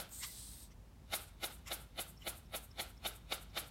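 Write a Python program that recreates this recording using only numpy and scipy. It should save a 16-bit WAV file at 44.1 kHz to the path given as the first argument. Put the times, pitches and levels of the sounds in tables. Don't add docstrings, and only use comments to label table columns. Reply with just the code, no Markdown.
import sys
import numpy as np
from scipy import signal
from scipy.fft import rfft, irfft
from scipy.io import wavfile

SR = 44100
rng = np.random.default_rng(int(sys.argv[2]) if len(sys.argv) > 2 else 0)


def transcribe(u):
    v = np.clip(np.atleast_2d(u).T, -1, 1)
    q = np.round(v * 32767).astype(np.int16)
    wavfile.write(sys.argv[1], SR, q)


def amplitude_ratio(level_db):
    exponent = np.asarray(level_db, float) / 20
    return 10 ** exponent


N = 163170
T = np.arange(N) / SR

# (clack time [s], clack level [dB], handle boom over clack [dB],
# linkage ring over clack [dB], rise plus fall time constant [s], puff lag [s], puff level [dB])
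SQUEEZES = [(-.004, -42, 6, -8, 0.012, 0.014, -45.5), (1.14, -37, -1.5, -11, 0.011, 0.016, -38),
            (1.442, -40, -0.5, -12, 0.011, 0.013, -41.5), (1.722, -40.5, -0.5, -13, 0.011, 0.016, -41.5),
            (1.995, -41.5, 0, -18, 0.011, .017, -41.5), (2.277, -42, 1, -21, 0.011, 0.015, -41),
            (2.55, -43, 1, -27, 0.012, 0.016, -42), (2.801, -40, -1.5, -15, .013, 0.017, -43),
            (3.063, -40, -0.5, -13.5, 0.012, 0.015, -42.5), (3.326, -38, -0.5, -13.5, 0.0098, 0.015, -43.5),
            (3.577, -38, -3, -14.5, 0.013, .017, -42.5)]
CLACK_S, CLACK_DB, BOOM_DB, RING_DB, CLACK_LENGTH_S, PUFF_LAG_S, PUFF_DB = np.transpose(SQUEEZES)
CLACK_RISE_S, CLACK_FALL_S = 0.6 * CLACK_LENGTH_S, (1 - 0.6) * CLACK_LENGTH_S
NEAREST = np.searchsorted((CLACK_S[1:] + CLACK_S[:-1]) / 2, T)


def rms_one(x):
    return x / np.sqrt(np.mean(x ** 2) + 1e-20)


def swell(at, db, rise, fall):
    total = 0
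    for s, d, r, f in np.broadcast(at, db, rise, fall):
        rising = np.exp(np.minimum((s - T) / r, 50))
        falling = np.exp(np.minimum((T - s) / f, 50))
        total = total + amplitude_ratio(d) * 2 / (rising + falling)
    return total


def hiss(spectrum):
    hz, db = np.transpose(spectrum)
    log_hz = np.log(np.arange(N // 2 + 1) * SR / N + 1)
    gain = amplitude_ratio(np.interp(log_hz, np.log(hz), db))
    return rms_one(irfft(rfft(rng.standard_normal(N)) * gain, N))


def drift(rate):
    r = np.exp(-2 * np.pi * rate / SR)
    noise = rng.standard_normal(N + SR)
    return rms_one(signal.lfilter([1], [1, -2 * r, r * r], noise)[SR:])


def resonate(x, peaks):
    out = 0
    for k, (hz, width, db) in enumerate(peaks):
        r = np.exp(-np.pi * width / SR)
        top = [(1 - r * r) / 2, 0, (r * r - 1) / 2]
        bottom = [1, -2 * r * np.cos(2 * np.pi * hz / SR), r * r]
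        out = out + (-1) ** k * amplitude_ratio(db) * signal.lfilter(top, bottom, x + 1e-18)
    return out


def ring_grains(shape, peaks, hits=0):
    grains_per_s, spread_db = 3500, 2.2
    grains = (rng.random(N) < grains_per_s / SR) * rng.choice([-1, 1], N)
    grains = grains * amplitude_ratio(spread_db * np.minimum(rng.exponential(1, N), 4))
    shapes = np.broadcast_to(shape, (len(peaks), N))
    rings = 0
    for k, peak in enumerate(peaks):
        rings = rings + (-1) ** k * resonate((grains + hits) * shapes[k], [peak])
    return rings / np.std(resonate(grains, peaks))


def whistle(hz, width_hz):
    low_pass = signal.butter(2, width_hz / 2, fs=SR, output="sos")
    slow = signal.sosfilt(low_pass, rng.standard_normal((2, N)))
    turn = 2 * np.pi * np.cumsum(hz) / SR
    return rms_one(slow[0] * np.cos(turn) + slow[1] * np.sin(turn))


def background():
    # (frequency [Hz], relative level per Hz [dB])
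    floor_spectrum = [(13, -74), (22, -42), (36, -12), (59, -5.5), (92, -6.5), (228, -15), (335, -23.5),
                      (364, -23), (395, -25.5), (764, -29), (926, -28.5), (1440, -35), (15700, -47.5)]
    hum_hz = 52.4 * (1 + 0.061 * drift(3.16))
    hum = np.sin(2 * np.pi * np.cumsum(hum_hz) / SR) * amplitude_ratio(-57.5)
    return amplitude_ratio(-59) * hiss(floor_spectrum) + hum


def slide_and_land(over_db, slide_db):
    db = CLACK_DB + over_db
    land = swell(CLACK_S, db, CLACK_RISE_S, CLACK_FALL_S)
    return land + swell(CLACK_S, db + slide_db, 0.02, CLACK_FALL_S)


def landing_hits():
    hits = np.zeros(N)
    hits[(CLACK_S[CLACK_S > 0] * SR).astype(int)] = amplitude_ratio(6.5)
    return hits


def body_clack():
    # (frequency [Hz], width [Hz], relative level [dB])
    body_modes = [(1130, 620, -10.5), (2134, 223, 0.5), (2435, 206, -2), (2960, 180, -0.5),
                  (3598, 220, 3.5), (3896, 240, 2), (4054, 183, 1), (4426, 300, -6.5)]
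    colour_db = 1.3 * rng.standard_normal((len(CLACK_S), len(body_modes)))
    colour = amplitude_ratio(colour_db)[NEAREST].T
    return ring_grains(colour * slide_and_land(0, -16), body_modes, landing_hits())


def handle_boom():
    # (frequency [Hz], level within the boom [dB])
    handle_modes = [(205, -16), (270, -21.5), (345, -11.5), (450, -14.5), (535, -8.5), (620, -8),
                    (685, -7.5), (755, -10), (805, -8), (865, -13), (1150, -15.5), (1320, -8.5),
                    (1445, -10.5)]
    spread_db, scatter_cycles = 1.8, 0.22
    phase = rng.standard_normal((len(CLACK_S), len(handle_modes)))
    spread = rng.standard_normal((len(CLACK_S), len(handle_modes)))
    boom = 0
    for k, (hz, db) in enumerate(handle_modes):
        cycles = hz * (T - CLACK_S[NEAREST]) + scatter_cycles * phase[NEAREST, k]
        boom = boom + amplitude_ratio(db + spread_db * spread[NEAREST, k]) * np.cos(2 * np.pi * cycles)
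    return boom * slide_and_land(BOOM_DB, -20.5)


def linkage_ring():
    # (frequency [Hz], width [Hz], relative level [dB])
    link_modes = [(5180, 550, 11), (7000, 2800, 3)]
    return ring_grains(slide_and_land(RING_DB, -16), link_modes, landing_hits())


def clack_tail():
    # (frequency [Hz], relative level per Hz [dB])
    tail_spectrum = [(180, -31), (300, -5.5), (675, -3), (862, -2.5), (993, -11.5), (1390, 1),
                     (1770, -10.5), (2020, -8.5), (3600, -6), (6500, -18.5), (8450, -17), (14300, -120)]
    level = swell(CLACK_S + 0.0087, CLACK_DB - 14.5, CLACK_RISE_S, 0.052)
    return level * amplitude_ratio(1.1 * drift(17)) * hiss(tail_spectrum)


def valve():
    # (frequency [Hz], relative level per Hz [dB])
    puff_spectrum = [(2940, -15.5), (5000, -13), (6060, -14), (6390, -12), (8480, -10), (9510, -5),
                     (10300, -4.5), (11200, -1.5), (14000, -12), (15700, -12)]
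    # (frequency [Hz], relative level per Hz [dB])
    return_spectrum = [(3240, -42), (5500, -26), (8610, -7.5), (10200, -10.5), (12500, -8.5), (14900, -15),
                       (15700, -24)]
    # (time [s], level [dB], rise plus fall time constant [s])
    return_puffs = [(1.224, -57.5, .036), (1.541, -58.5, 0.03), (1.819, -61, 0.026), (2.095, -58, 0.026),
                    (2.378, -60, 0.022), (2.644, -59, 0.021), (2.899, -64, 0.019), (3.162, -59, 0.016),
                    (3.426, -59.5, 0.017), (3.68, -61, 0.014)]
    # (time [s], level [dB])
    settle_puffs = [(1.283, -64), (1.585, -71)]
    # (centre [Hz], width [Hz], relative level [dB])
    settle_band = [(8350, 3000, 0)]
    puff_s, puff_rise_s = CLACK_S + PUFF_LAG_S, 0.012
    puff = swell(puff_s, PUFF_DB, puff_rise_s, 0.0092) * hiss(puff_spectrum)
    seep = swell(puff_s, PUFF_DB - 24.5, puff_rise_s, 0.049)
    back_s, back_db, length = np.transpose(return_puffs)
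    back = swell(back_s, back_db, 0.56 * length, (1 - 0.56) * length)
    settle_s, settle_db = np.transpose(settle_puffs)
    settle_air = rms_one(resonate(rng.standard_normal(N), settle_band))
    settle = swell(settle_s, settle_db, 0.0083, 0.0083) * settle_air
    return puff + (back + seep) * hiss(return_spectrum) + settle


def room(x):
    t60_s, treble_t60_s, split_hz = 0.48, 0.38, 5400
    t = T[:SR // 2]
    noise = rng.standard_normal((2, len(t)))
    low_pass = signal.butter(4, split_hz, fs=SR, output="sos")
    high_pass = signal.butter(4, split_hz, "high", fs=SR, output="sos")
    low = signal.sosfilt(low_pass, noise[0]) * amplitude_ratio(-60 * t / t60_s)
    high = signal.sosfilt(high_pass, noise[1]) * amplitude_ratio(-60 * t / treble_t60_s)
    tail = (low + high) * np.minimum(t / 0.0096, 1)
    return amplitude_ratio(-22) * signal.fftconvolve(x, tail / np.sqrt(np.sum(low ** 2)))[:N]


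def release():
    # (time [s], whistle level [dB], lower hiss over whistle [dB],
    # upper air over whistle [dB], whistle centre [Hz], upper whistle centre [Hz])
    air_course = [(0.09, -69, 4, 10, 8070, 12500), (0.102, -72, -7, 7, 8060, 12800),
                  (0.122, -52.5, -18, -3, 8080, 13000), (0.146, -52, -11, -4, 8280, 12900),
                  (0.21, -50.5, -12.5, -5, 8160, 12700), (0.233, -53.5, 6.5, -4, 7990, 12400),
                  (0.271, -53, -6, 3, 8370, 11700), (0.32, -58, -1, 2.5, 8350, 11500),
                  (0.411, -54, -5, -5, 8540, 10900), (0.589, -61, -4, 1.5, 8700, 11800),
                  (0.637, -59, -6, -3.5, 8430, 12000), (0.689, -82, 3, 2, 8200, 12100)]
    # (frequency [Hz], relative level per Hz [dB])
    lower_spectrum = [(1410, -44), (2400, -25), (2780, -10), (3760, 3.5), (7000, -3.5), (9100, -27),
                      (15400, -120)]
    # (frequency [Hz], relative level per Hz [dB])
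    upper_spectrum = [(5880, -10.5), (10000, -15), (11200, -11), (14700, -6), (15700, -6)]
    # (centre [Hz], width [Hz], relative level [dB])
    rush_band = [(6700, 440, 0)]
    s, *columns = np.transpose(air_course)
    db, low_db, high_db, hz, upper_hz = [np.interp(T, s, c) for c in columns]
    upper = rms_one(hiss(upper_spectrum) + amplitude_ratio(-1) * whistle(upper_hz, 2300))
    air = whistle(hz, 1450) + amplitude_ratio(low_db) * hiss(lower_spectrum) + amplitude_ratio(high_db) * upper
    air = air * amplitude_ratio(db + 0.64 * drift(20)) * (T > s[0]) * (T < s[-1])
    rush = swell(0.126, -63, 0.008, 0.07) * rms_one(resonate(rng.standard_normal(N), rush_band))
    return rush + air


def spring_chirps():
    # (time [s], level [dB], centre [Hz], width [Hz], rise constant [s], fall constant [s])
    chirp_list = [(0.235, -49, 2050, 248, 0.01, 0.0067), (0.245, -63, 2030, 110, 0.015, 0.04),
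                  (0.72, -69.5, 5640, 1300, 0.0084, .007), (2.22, -75, 14200, 300, 0.014, .0066),
                  (2.219, -59.5, 3010, 300, 0.003, 0.01)]
    out = 0
    for s, db, hz, width, rise, fall in chirp_list:
        out = out + swell(s, db, rise, fall) * whistle(np.full(N, hz), width)
    return out


def lever():
    # (time [s], level [dB], rise and fall constant [s], treble over the rest [dB])
    knock_list = [(0.238, -44.5, 0.007, -2.5), (0.718, -69.5, 0.0079, -9), (1.681, -51, 0.0086, -1),
                  (2.227, -68, 0.016, 0)]
    # (frequency [Hz], width [Hz], relative level [dB])
    lever_modes = [(1130, 210, -3.5), (2050, 130, 2), (2650, 480, -4), (3420, 520, -6), (4540, 500, -9),
                   (5400, 340, 3), (7380, 560, 1), (10000, 650, -7.5), (11500, 550, -5.5),
                   (14200, 1500, -12)]
    treble_hz = 4000
    low = [mode for mode in lever_modes if mode[0] < treble_hz]
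    high = [mode for mode in lever_modes if mode[0] >= treble_hz]
    s, db, half, treble_db = np.transpose(knock_list)
    body = ring_grains(swell(s, db, half, half), low)
    return body + ring_grains(swell(s, db + treble_db, half, half), high)


def valve_ticks():
    # (time [s], level [dB])
    tick_list = [(2.177, -66), (2.463, -74), (2.714, -64.5), (2.976, -70), (3.504, -71)]
    tick_hz, half_s = 5400, 0.0045
    s, db = np.transpose(tick_list)
    ping = np.sin(2 * np.pi * tick_hz * T) + whistle(np.full(N, tick_hz), 700.0)
    return swell(s, db, half_s, half_s) * ping


def scene():
    clacks = body_clack() + handle_boom() + linkage_ring() + clack_tail()
    pump = clacks + valve() + release() + spring_chirps() + lever() + valve_ticks()
    return (pump + room(pump) + background())[None]


def top_cut(x):
    return signal.sosfilt(signal.butter(12, 15890, fs=SR, output="sos"), x)


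def record(dry):
    return top_cut(dry)


dry = scene()
out = record(dry)
transcribe(out)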